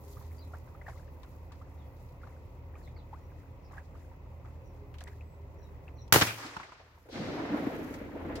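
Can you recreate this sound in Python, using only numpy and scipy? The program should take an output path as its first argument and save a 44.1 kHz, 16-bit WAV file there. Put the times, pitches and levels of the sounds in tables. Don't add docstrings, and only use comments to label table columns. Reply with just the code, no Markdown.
import sys
import numpy as np
from scipy import signal
from scipy.fft import rfft, irfft
from scipy.io import wavfile

SR = 44100
rng = np.random.default_rng(int(sys.argv[2]) if len(sys.argv) > 2 else 0)


def transcribe(signal):
    frames = np.atleast_2d(signal).T
    limited = np.clip(frames, -1, 1)
    pcm = np.round(limited * 32767).astype(np.int16)
    wavfile.write(sys.argv[1], SR, pcm)


N = 370440
T = np.arange(N) / SR


def undb(db):
    return 10 ** (np.asarray(db) / 20)


def unit(x):
    return x / np.sqrt(np.mean(np.atleast_2d(x).mean(axis=0) ** 2))


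def tint(x, colour):
    hz, db = np.transpose(colour)
    f = np.fft.rfftfreq(x.shape[-1], 1 / SR) + 1
    return irfft(rfft(x) * undb(np.interp(np.log(f), np.log(hz), db)), x.shape[-1])


def lowpass(x, hz):
    return signal.sosfilt(signal.butter(2, min(hz, SR / 2 - 1), fs=SR, output="sos"), x)


# f/Hz, side minus mid/dB
STEREO_WIDTH = [(110, -12), (200, -15), (380, -8.5), (700, -7), (1200, -1), (2400, 1), (15000, 0)]

def diffuse(colour, size=N, grain_db=0):
    sizes = undb(grain_db * np.minimum(rng.exponential(size=size), 5))
    mid, side = rng.standard_normal((2, size)) * sizes
    return unit(tint(mid + np.outer([1, -1], tint(side, STEREO_WIDTH)), colour))


def octaves(x):
    octave = np.clip(np.log2(np.fft.rfftfreq(N, 1 / SR) + 1), 6, 14)
    spectrum = rfft(x)
    return [(2. ** k, irfft(spectrum * np.maximum(1 - abs(octave - k), 0), N)) for k in range(6, 15)]


def wander(per_s):
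    return np.interp(T * per_s, np.arange(4096), rng.standard_normal(4096))


def fade(t, t60):
    return np.exp(-np.log(1000) * np.maximum(t, 0) / t60)


def envelope(s, db, rise_s, hold_s, t60):
    return undb(db) * np.clip((T - s) / rise_s, 0, 1) ** 2 * fade(T - s - rise_s - hold_s, t60)


def overlap(rows):
    return np.sqrt(sum(envelope(*row) ** 2 for row in rows))


def tone(hz, db):
    return undb(db) * np.sqrt(2) * np.sin(2 * np.pi * np.cumsum(hz) / SR)


def add(out, s, sound, pan_db=0):
    start = int(np.clip(s * SR, 0, N - 1))
    gains = undb([[pan_db / 2], [-pan_db / 2]])
    out[:, start:start + sound.shape[-1]] += (gains / gains.mean() * sound)[:, :N - start]


# f/Hz, level/dB
BACKGROUND_COLOUR = [(30, -10.5), (86, -1.5), (141, -9.5), (203, -19), (330, -18), (460, -20.5),
                     (535, -15.5), (620, -23), (810, -25.5), (930, -22), (1650, -43), (2030, -34),
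                     (2250, -41), (2550, -37.5), (2850, -46), (3500, -50), (7600, -58), (8200, -79),
                     (15800, -50)]

def background(level_db=-50.5, flicker_db=1):
    swell_db = 0.28 * wander(2.3)
    bands = octaves(diffuse(BACKGROUND_COLOUR))
    return sum(band * undb(level_db + swell_db + flicker_db * wander(21)) for hz, band in bands)


# f/Hz, level/dB
ENGINE_PARTIALS = [(46, -55.5), (78, -49.5), (118.4, -57.5), (159, -68), (272, -68.5)]
# t/s, level/dB, hold/s
WHINE_SWELLS = [(0, -64, 0.18), (4.553, -67, 1.2)]

def engine(waver_hz=2, throb_db=2.5, trim_db=-1, pan_db=-2.1, whine_hz=406):
    speed = 1 + 0.01175 * wander(1.7)
    drone = sum(tone(hz * speed + waver_hz * wander(14), db + trim_db + throb_db * wander(9))
                for hz, db in ENGINE_PARTIALS)
    whine = tone(whine_hz * speed + 2.5 * wander(13), 5.3 * wander(24))
    swells = overlap((s, db, 0.076, hold_s, 2.4) for s, db, hold_s in WHINE_SWELLS)
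    return drone * undb([[pan_db / 2], [-pan_db / 2]]) + whine * swells


# f/Hz, level/dB
FIZZ_COLOUR = [(1500, -22), (4000, -2), (7500, -2), (8400, -9), (12000, -0.5), (15500, 0)]

def water_fizz(cluster_db=2.5, swish_db=3.0):
    return sum(band * undb(cluster_db * wander(170) + swish_db * wander(24) - 0.5)
               for hz, band in octaves(diffuse(FIZZ_COLOUR, grain_db=4.5)))


def wake(fizz, level_db=-66, foam_t60=5, start_m=3.9, swim_m_per_s=0.59):
    distance_m = start_m + swim_m_per_s * T
    return fizz * np.hypot(fade(T, foam_t60), 1 / distance_m) * undb(level_db + 2 * wander(6.4))


def bubble(hz, cycles, linger=0.1, climb_per_s=22):
    t = T[:SR // 10]
    age = t * hz / cycles
    ring = fade(age, 1) + linger * fade(age, 3)
    swell = 1 - np.exp(-t * hz / 2)
    return np.sin(2 * np.pi * hz * (t + climb_per_s * t ** 2 / 2)) * ring * swell


# t/s, level/dB, f/Hz, pan/dB, ringing/cycles
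PAW_STROKES = [(0.17, -42.5, 1113, -9, 22), (0.21, -46, 900, -3, 31), (0.318, -53, 2100, 0, 24),
               (0.536, -43, 1260, -1, 51), (0.538, -34, 630, 1, 11.5), (0.674, -41, 935, 0, 6.9),
               (0.748, -46.5, 1130, -4, 29), (0.815, -43.5, 1890, 5, 33), (0.867, -37.5, 1710, 5, 32),
               (0.881, -33.5, 720, 1, 16), (0.882, -36, 1680, -4, 16), (0.897, -49, 1530, 0, 20),
               (0.975, -55, 1880, 6, 55), (1.234, -41.5, 920, 2, 13), (1.519, -43, 1076, 1, 16),
               (1.615, -46, 1090, 0, 39), (2.234, -43.5, 1257, 0, 35), (2.27, -41.5, 1120, 1, 14),
               (2.756, -45.5, 1100, 2, 28), (2.755, -49, 2280, 0, 32), (2.876, -51, 1980, 3, 49),
               (2.966, -50, 2040, 0, 28), (3.13, -37.5, 800, 2, 42), (3.71, -39, 890, 5, 10),
               (3.733, -39.5, 1070, -1, 15), (3.747, -47, 1000, 2, 6), (3.764, -37.5, 724, -1, 8.7),
               (3.775, -44, 1760, 4, 23), (3.781, -36, 1516, -7, 32), (3.953, -48, 1130, 0, 27),
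               (4.115, -48, 833, -3, 23), (4.45, -38, 1180, 0, 8.3), (5.011, -36, 1610, 1, 11),
               (5.072, -39.5, 1800, -1, 21), (5.083, -45, 1900, 0, 36), (5.21, -46.5, 2410, 5, 37),
               (5.881, -41.5, 2480, 5, 27)]

def paddling(plop_db=3.2, slosh_db=-15, gulp_db=-10, gulp_hz=1400, gulp_cycles=15, stray_db=-60):
    out, t = np.zeros((2, N)), T[:SR // 5]
    slosh_colour = [(200, -31), (700, 9), (1900, -2), (2800, -17), (7500, -27), (9000, -40)]
    for s, db, hz, pan_db, cycles in PAW_STROKES:
        add(out, s - .001, undb(db + plop_db) * bubble(hz, cycles), pan_db)
        slosh = diffuse(slosh_colour, size=len(t)) * undb(4 * wander(250)[:len(t)])
        add(out, s, undb(db + slosh_db) * slosh * fade(t, .1) * np.minimum(t / .004, 1), pan_db / 2)
        for late, pitch, size, side in rng.standard_normal((3, 4)):
            gulp = bubble(np.sqrt(hz * gulp_hz) * np.exp(.22 * pitch), gulp_cycles)
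            add(out, s + 0.022 * abs(late), undb(db + gulp_db + 2 * size) * gulp, 4 * side)
    for s, (pitch, size, side) in zip(rng.uniform(0, N / SR, size=150), rng.standard_normal((150, 3))):
        stray = bubble(gulp_hz * np.exp(.3 * pitch), gulp_cycles)
        add(out, s, undb(stray_db + 3 * size) * stray, 5 * side)
    return out


# t/s, level/dB
DOG_SURGES = [(0.221, -73.5), (0.84, -66.5), (1.179, -78), (1.5, -75), (1.738, -79), (2.19, -69.5),
              (2.733, -71.5), (3.082, -77), (3.29, -73.5), (3.679, -71.5), (3.922, -73), (4.411, -78),
              (4.699, -79), (5.019, -69.5), (5.597, -73.5)]

def surges(fizz, rise_s=0.045, hold_s=0.058, t60=0.66, trickle_hz=1750, trickle_db=14, left_db=3):
    swells = overlap((s, db, rise_s, hold_s, t60) for s, db in DOG_SURGES)
    out = lowpass(fizz[:, ::-1], hz=10000) * swells
    for s, db in DOG_SURGES:
        for late, pitch, size, side in rng.standard_normal((20, 4)):
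            ring = bubble(trickle_hz * np.exp(.24 * pitch), cycles=24)
            gain = undb(db + trickle_db + 2.5 * size - 2 * pitch)
            add(out, s + 0.1 * abs(late), gain * ring, left_db + 4 * side)
    return out


# t/s, length/s, start f/Hz, end f/Hz, level/dB
BIRD_NOTES = [(0.379, 0.065, 4890, 3430, -53), (1.767, .1, 4000, 2860, -67), (2.82, 0.065, 4630, 3300, -58),
              (2.948, 0.07, 5200, 3060, -61), (3.2, .09, 5550, 5750, -74), (3.613, 0.11, 5900, 3580, -65),
              (4.64, 0.098, 5950, 5220, -72), (5.045, 0.091, 7650, 7350, -77),
              (5.235, 0.14, 7750, 7700, -73.5), (5.57, 0.11, 5870, 5340, -68),
              (5.612, 0.051, 4040, 3700, -62), (5.954, 0.082, 5800, 5650, -58),
              (5.973, 0.045, 4340, 3600, -54)]

def birds(arch=0.018, flutter_db=6.5, trim_db=-17, trees_db=3, trees_t60=.2):
    out = np.zeros((2, N))
    for s, length, start_hz, end_hz, db in BIRD_NOTES:
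        progress = np.linspace(0, 1, int(length * SR))
        bow = np.abs(np.sin(np.pi * progress))
        rasp = .003 + 0.14 * abs(1 - end_hz / start_hz)
        wobble = rasp * wander(480)[:len(bow)]
        flutter = flutter_db * wander(200)[:len(bow)]
        hz = (start_hz + (end_hz - start_hz) * progress) * (1 + arch * bow + wobble)
        add(out, s, tone(hz, db + trim_db + flutter) * np.sqrt(bow))
    trees = rng.standard_normal((2, SR)) * fade(T[:SR], trees_t60)
    trees /= np.linalg.norm(trees[0])
    return out + undb(trees_db) * signal.fftconvolve(out, trees, axes=1)[:, :N]


# t/s, level/dB, centre f/Hz, t60/s
GUN_CLICKS = [(1.232, -52, 3620, 0.048), (1.52, -56, 4230, 0.07), (4.941, -53.5, 2420, 0.12),
              (4.984, -51.5, 3780, 0.074), (5.006, -48.5, 4300, 0.077), (5.039, -40.5, 9350, 0.0073),
              (5.075, -49, 3080, 0.048), (6.079, -57, 4900, 0.034), (7.94, -46, 6300, 0.089),
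              (8.355, -43.5, 4830, 0.13)]

def gun_handling(trim_db=-5):
    out, t = np.zeros((2, N)), T[:SR // 5]
    for s, db, hz, t60 in GUN_CLICKS:
        colour = [(hz / 6, -12), (hz / 2, -1), (hz, 0), (hz * 2, -13), (hz * 4, -24)]
        add(out, s, undb(db + trim_db) * diffuse(colour, size=len(t)) * fade(t, t60))
    return out


# f/Hz, level/dB
BLAST_COLOUR = [(40, -38), (70, -7.5), (110, 5), (175, -4), (250, 2), (400, -3), (700, -3.5), (1000, -4),
                (1900, -5.5), (3500, -11), (6000, -11), (8700, -16.5), (11400, -12.5), (15800, -13.5)]
# t/s, level/dB, hold/s, t60/s, cutoff f/Hz
SHOT_BLOWS = [(6.124, -5.5, 0.046, 0.41, 16600), (6.158, -1.5, 0.0048, 0.094, 2270),
              (6.211, -1.5, 0.014, 0.048, 4300)]

def gunshot(boom_hz=114, boom_db=-10, boom_t60=0.62, ragged_db=2):
    out, t = np.zeros((2, N)), T[:SR]
    for s, db, hold_s, t60, cutoff_hz in SHOT_BLOWS:
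        burst = unit(lowpass(diffuse(BLAST_COLOUR, size=SR), cutoff_hz))
        burst *= undb(db + ragged_db * wander(400)[:SR])
        add(out, s, burst * np.minimum(t / 0.0014, 1) * fade(t - hold_s, t60))
    boom = np.sin(2 * np.pi * boom_hz * t) * np.minimum(t / .012, 1) * fade(t, boom_t60)
    slap_s = SHOT_BLOWS[1][0]
    add(out, slap_s - .01, undb(boom_db) * boom)
    return out


# f/Hz, level/dB
GRASS_COLOUR = [(70, -23.5), (120, -6), (200, -15.5), (280, 0), (650, -1), (1100, 0.5), (2200, -3),
                (3200, -8.5), (5200, -8), (7500, -14.5), (9000, -20), (15800, -31)]
# t/s, level/dB, rise/s, hold/s, t60/s
GRASS_ECHOES = [(6.14, -18, 0.081, 0.0037, 0.47), (6.34, -28, 0.051, 0.043, 1.5)]

def grass(air_db_per_khz_s=4, bass_db_per_s=14, ragged_db=2):
    out, age = 0, np.maximum(T - 6.4, -.2)
    for hz, band in octaves(diffuse(GRASS_COLOUR)):
        loss_db_per_s = air_db_per_khz_s * hz / 1e3 + bass_db_per_s / (1 + hz / 250)
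        out += band * undb(ragged_db * wander(73) - loss_db_per_s * age)
    return out * overlap(GRASS_ECHOES) * undb(0.2 * wander(45))


# f/centre f, level/dB
BUSH_COLOUR = [(.1, -6), (.45, -16), (1, 1), (1.9, -19), (5, -30.5), (10, -48)]
# t/s, level/dB, centre f/Hz, t60/s
BUSH_ECHOES = [(6.272, -18, 2450, 0.28), (6.306, -19, 1320, 0.04), (6.427, -29, 1447, 0.17),
               (6.447, -28.5, 298, 0.14), (6.566, -16.5, 1020, 0.034), (6.598, -26.5, 1060, 0.11),
               (6.63, -34, 1890, 0.064), (6.689, -35.5, 1100, 0.045), (6.719, -34, 1040, 0.079),
               (6.799, -38.5, 733, 0.087), (6.977, -44, 867, 0.022), (7.056, -43, 480, 0.21),
               (7.087, -34, 472, 0.1)]

def bushes():
    out, t = np.zeros((2, N)), T[:SR // 2]
    for s, db, hz, t60 in BUSH_ECHOES:
        clap = diffuse([(hz * ratio, gain_db) for ratio, gain_db in BUSH_COLOUR], size=len(t))
        add(out, s, undb(db) * clap * np.minimum(t / 0.0013, 1) * fade(t - .004, t60))
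    return out


# f/Hz, level/dB
RUSTLE_SPRAY_COLOUR = [(2000, -18), (6500, -1), (9000, -9), (11000, -3.5), (12800, 1), (15500, -5)]
# t/s, level/dB, rise/s, hold/s, t60/s
RUSTLE_SPRAY_SWELLS = [(6.6, -65.5, 0.42, 0.35, 5.3), (7.42, -62, 0.15, 0.38, 0.39)]

def rustle_and_spray():
    grains = diffuse(RUSTLE_SPRAY_COLOUR, grain_db=5.5)
    return grains * overlap(RUSTLE_SPRAY_SWELLS) * undb(1.1 * wander(110))


# f/Hz, level/dB
WOODS_COLOUR = [(29, -66), (50, -38), (64, -35.5), (85, -15), (142, -5.5), (215, -4), (290, 5), (376, -3.5),
                (500, -3.5), (715, -8), (1090, -14.5), (2100, -18), (5030, -39.5), (10000, -59),
                (13000, -64), (22000, -120)]
# t/s, level/dB, rise/s, hold/s, t60/s
WOODS_ECHOES = [(7.076, -29.5, 0.062, 0.43, 2.19), (7.978, -40, 0.29, .2, 2.4)]

def far_woods(air_db_per_khz_s=1.5, trunk_lag_s=0.025, ragged_db=5):
    roar, gain = 0, overlap(WOODS_ECHOES)
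    extra_travel_s = np.maximum(T - 7.25, -.15)
    for hz, band in octaves(diffuse(WOODS_COLOUR)):
        bass_share = 1 / (1 + hz / 1500)
        level_db = ragged_db * bass_share * wander(55) - air_db_per_khz_s * hz / 1e3 * extra_travel_s
        delayed_gain = np.interp(T - trunk_lag_s * bass_share, T, gain)
        roar += band * delayed_gain * undb(level_db)
    leaves = diffuse([(1500, -16), (4000, -0.5), (5800, -7.5), (8500, -22), (15000, -36)])
    return roar + leaves * envelope(WOODS_ECHOES[0][0], db=-44, rise_s=0.052, hold_s=0.064, t60=1.8)


def far_bank(ragged_db=2.5):
    colour = [(50, -31), (90, 6.5), (210, 5), (400, -10), (560, 1), (800, -12), (1300, -37), (5000, -62)]
    thud = diffuse(colour) * envelope(s=7.13, db=-34, rise_s=0.022, hold_s=0.096, t60=0.61)
    return thud * undb(ragged_db * wander(70))


def scene():
    ambience = background() + engine() + birds()
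    fizz = water_fizz()
    dog = wake(fizz) + paddling() + surges(fizz)
    gun = gun_handling() + gunshot()
    return ambience + dog + gun + grass() + bushes() + rustle_and_spray() + far_woods() + far_bank()


def record(dry, limit_db=-18, attack_s=0.0087, recover_db_per_s=10, low_cut_hz=40, top_hz=15800,
           hiss_db=-89, balance_db=0.5):
    dry = signal.sosfilt(signal.butter(6, low_cut_hz, "high", fs=SR, output="sos"), dry)
    pole = np.exp(-1 / (attack_s * SR))
    power = signal.lfilter([1 - pole], [1, -pole], np.mean(dry ** 2, axis=0))
    recovery_db = recover_db_per_s * T
    held_db = np.maximum.accumulate(10 * np.log10(power + 1e-12) + recovery_db) - recovery_db
    duck_db = np.minimum(limit_db - held_db, 0)
    ducked = dry * undb(duck_db + np.array([[balance_db], [-balance_db]]) / 2)
    rounded = .7 * np.tanh(ducked / .7)
    hiss = undb(hiss_db) * rng.standard_normal((2, N))
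    return signal.sosfilt(signal.ellip(10, .2, 80, top_hz, fs=SR, output="sos"), rounded + hiss)


dry = scene()
out = record(dry)
transcribe(out)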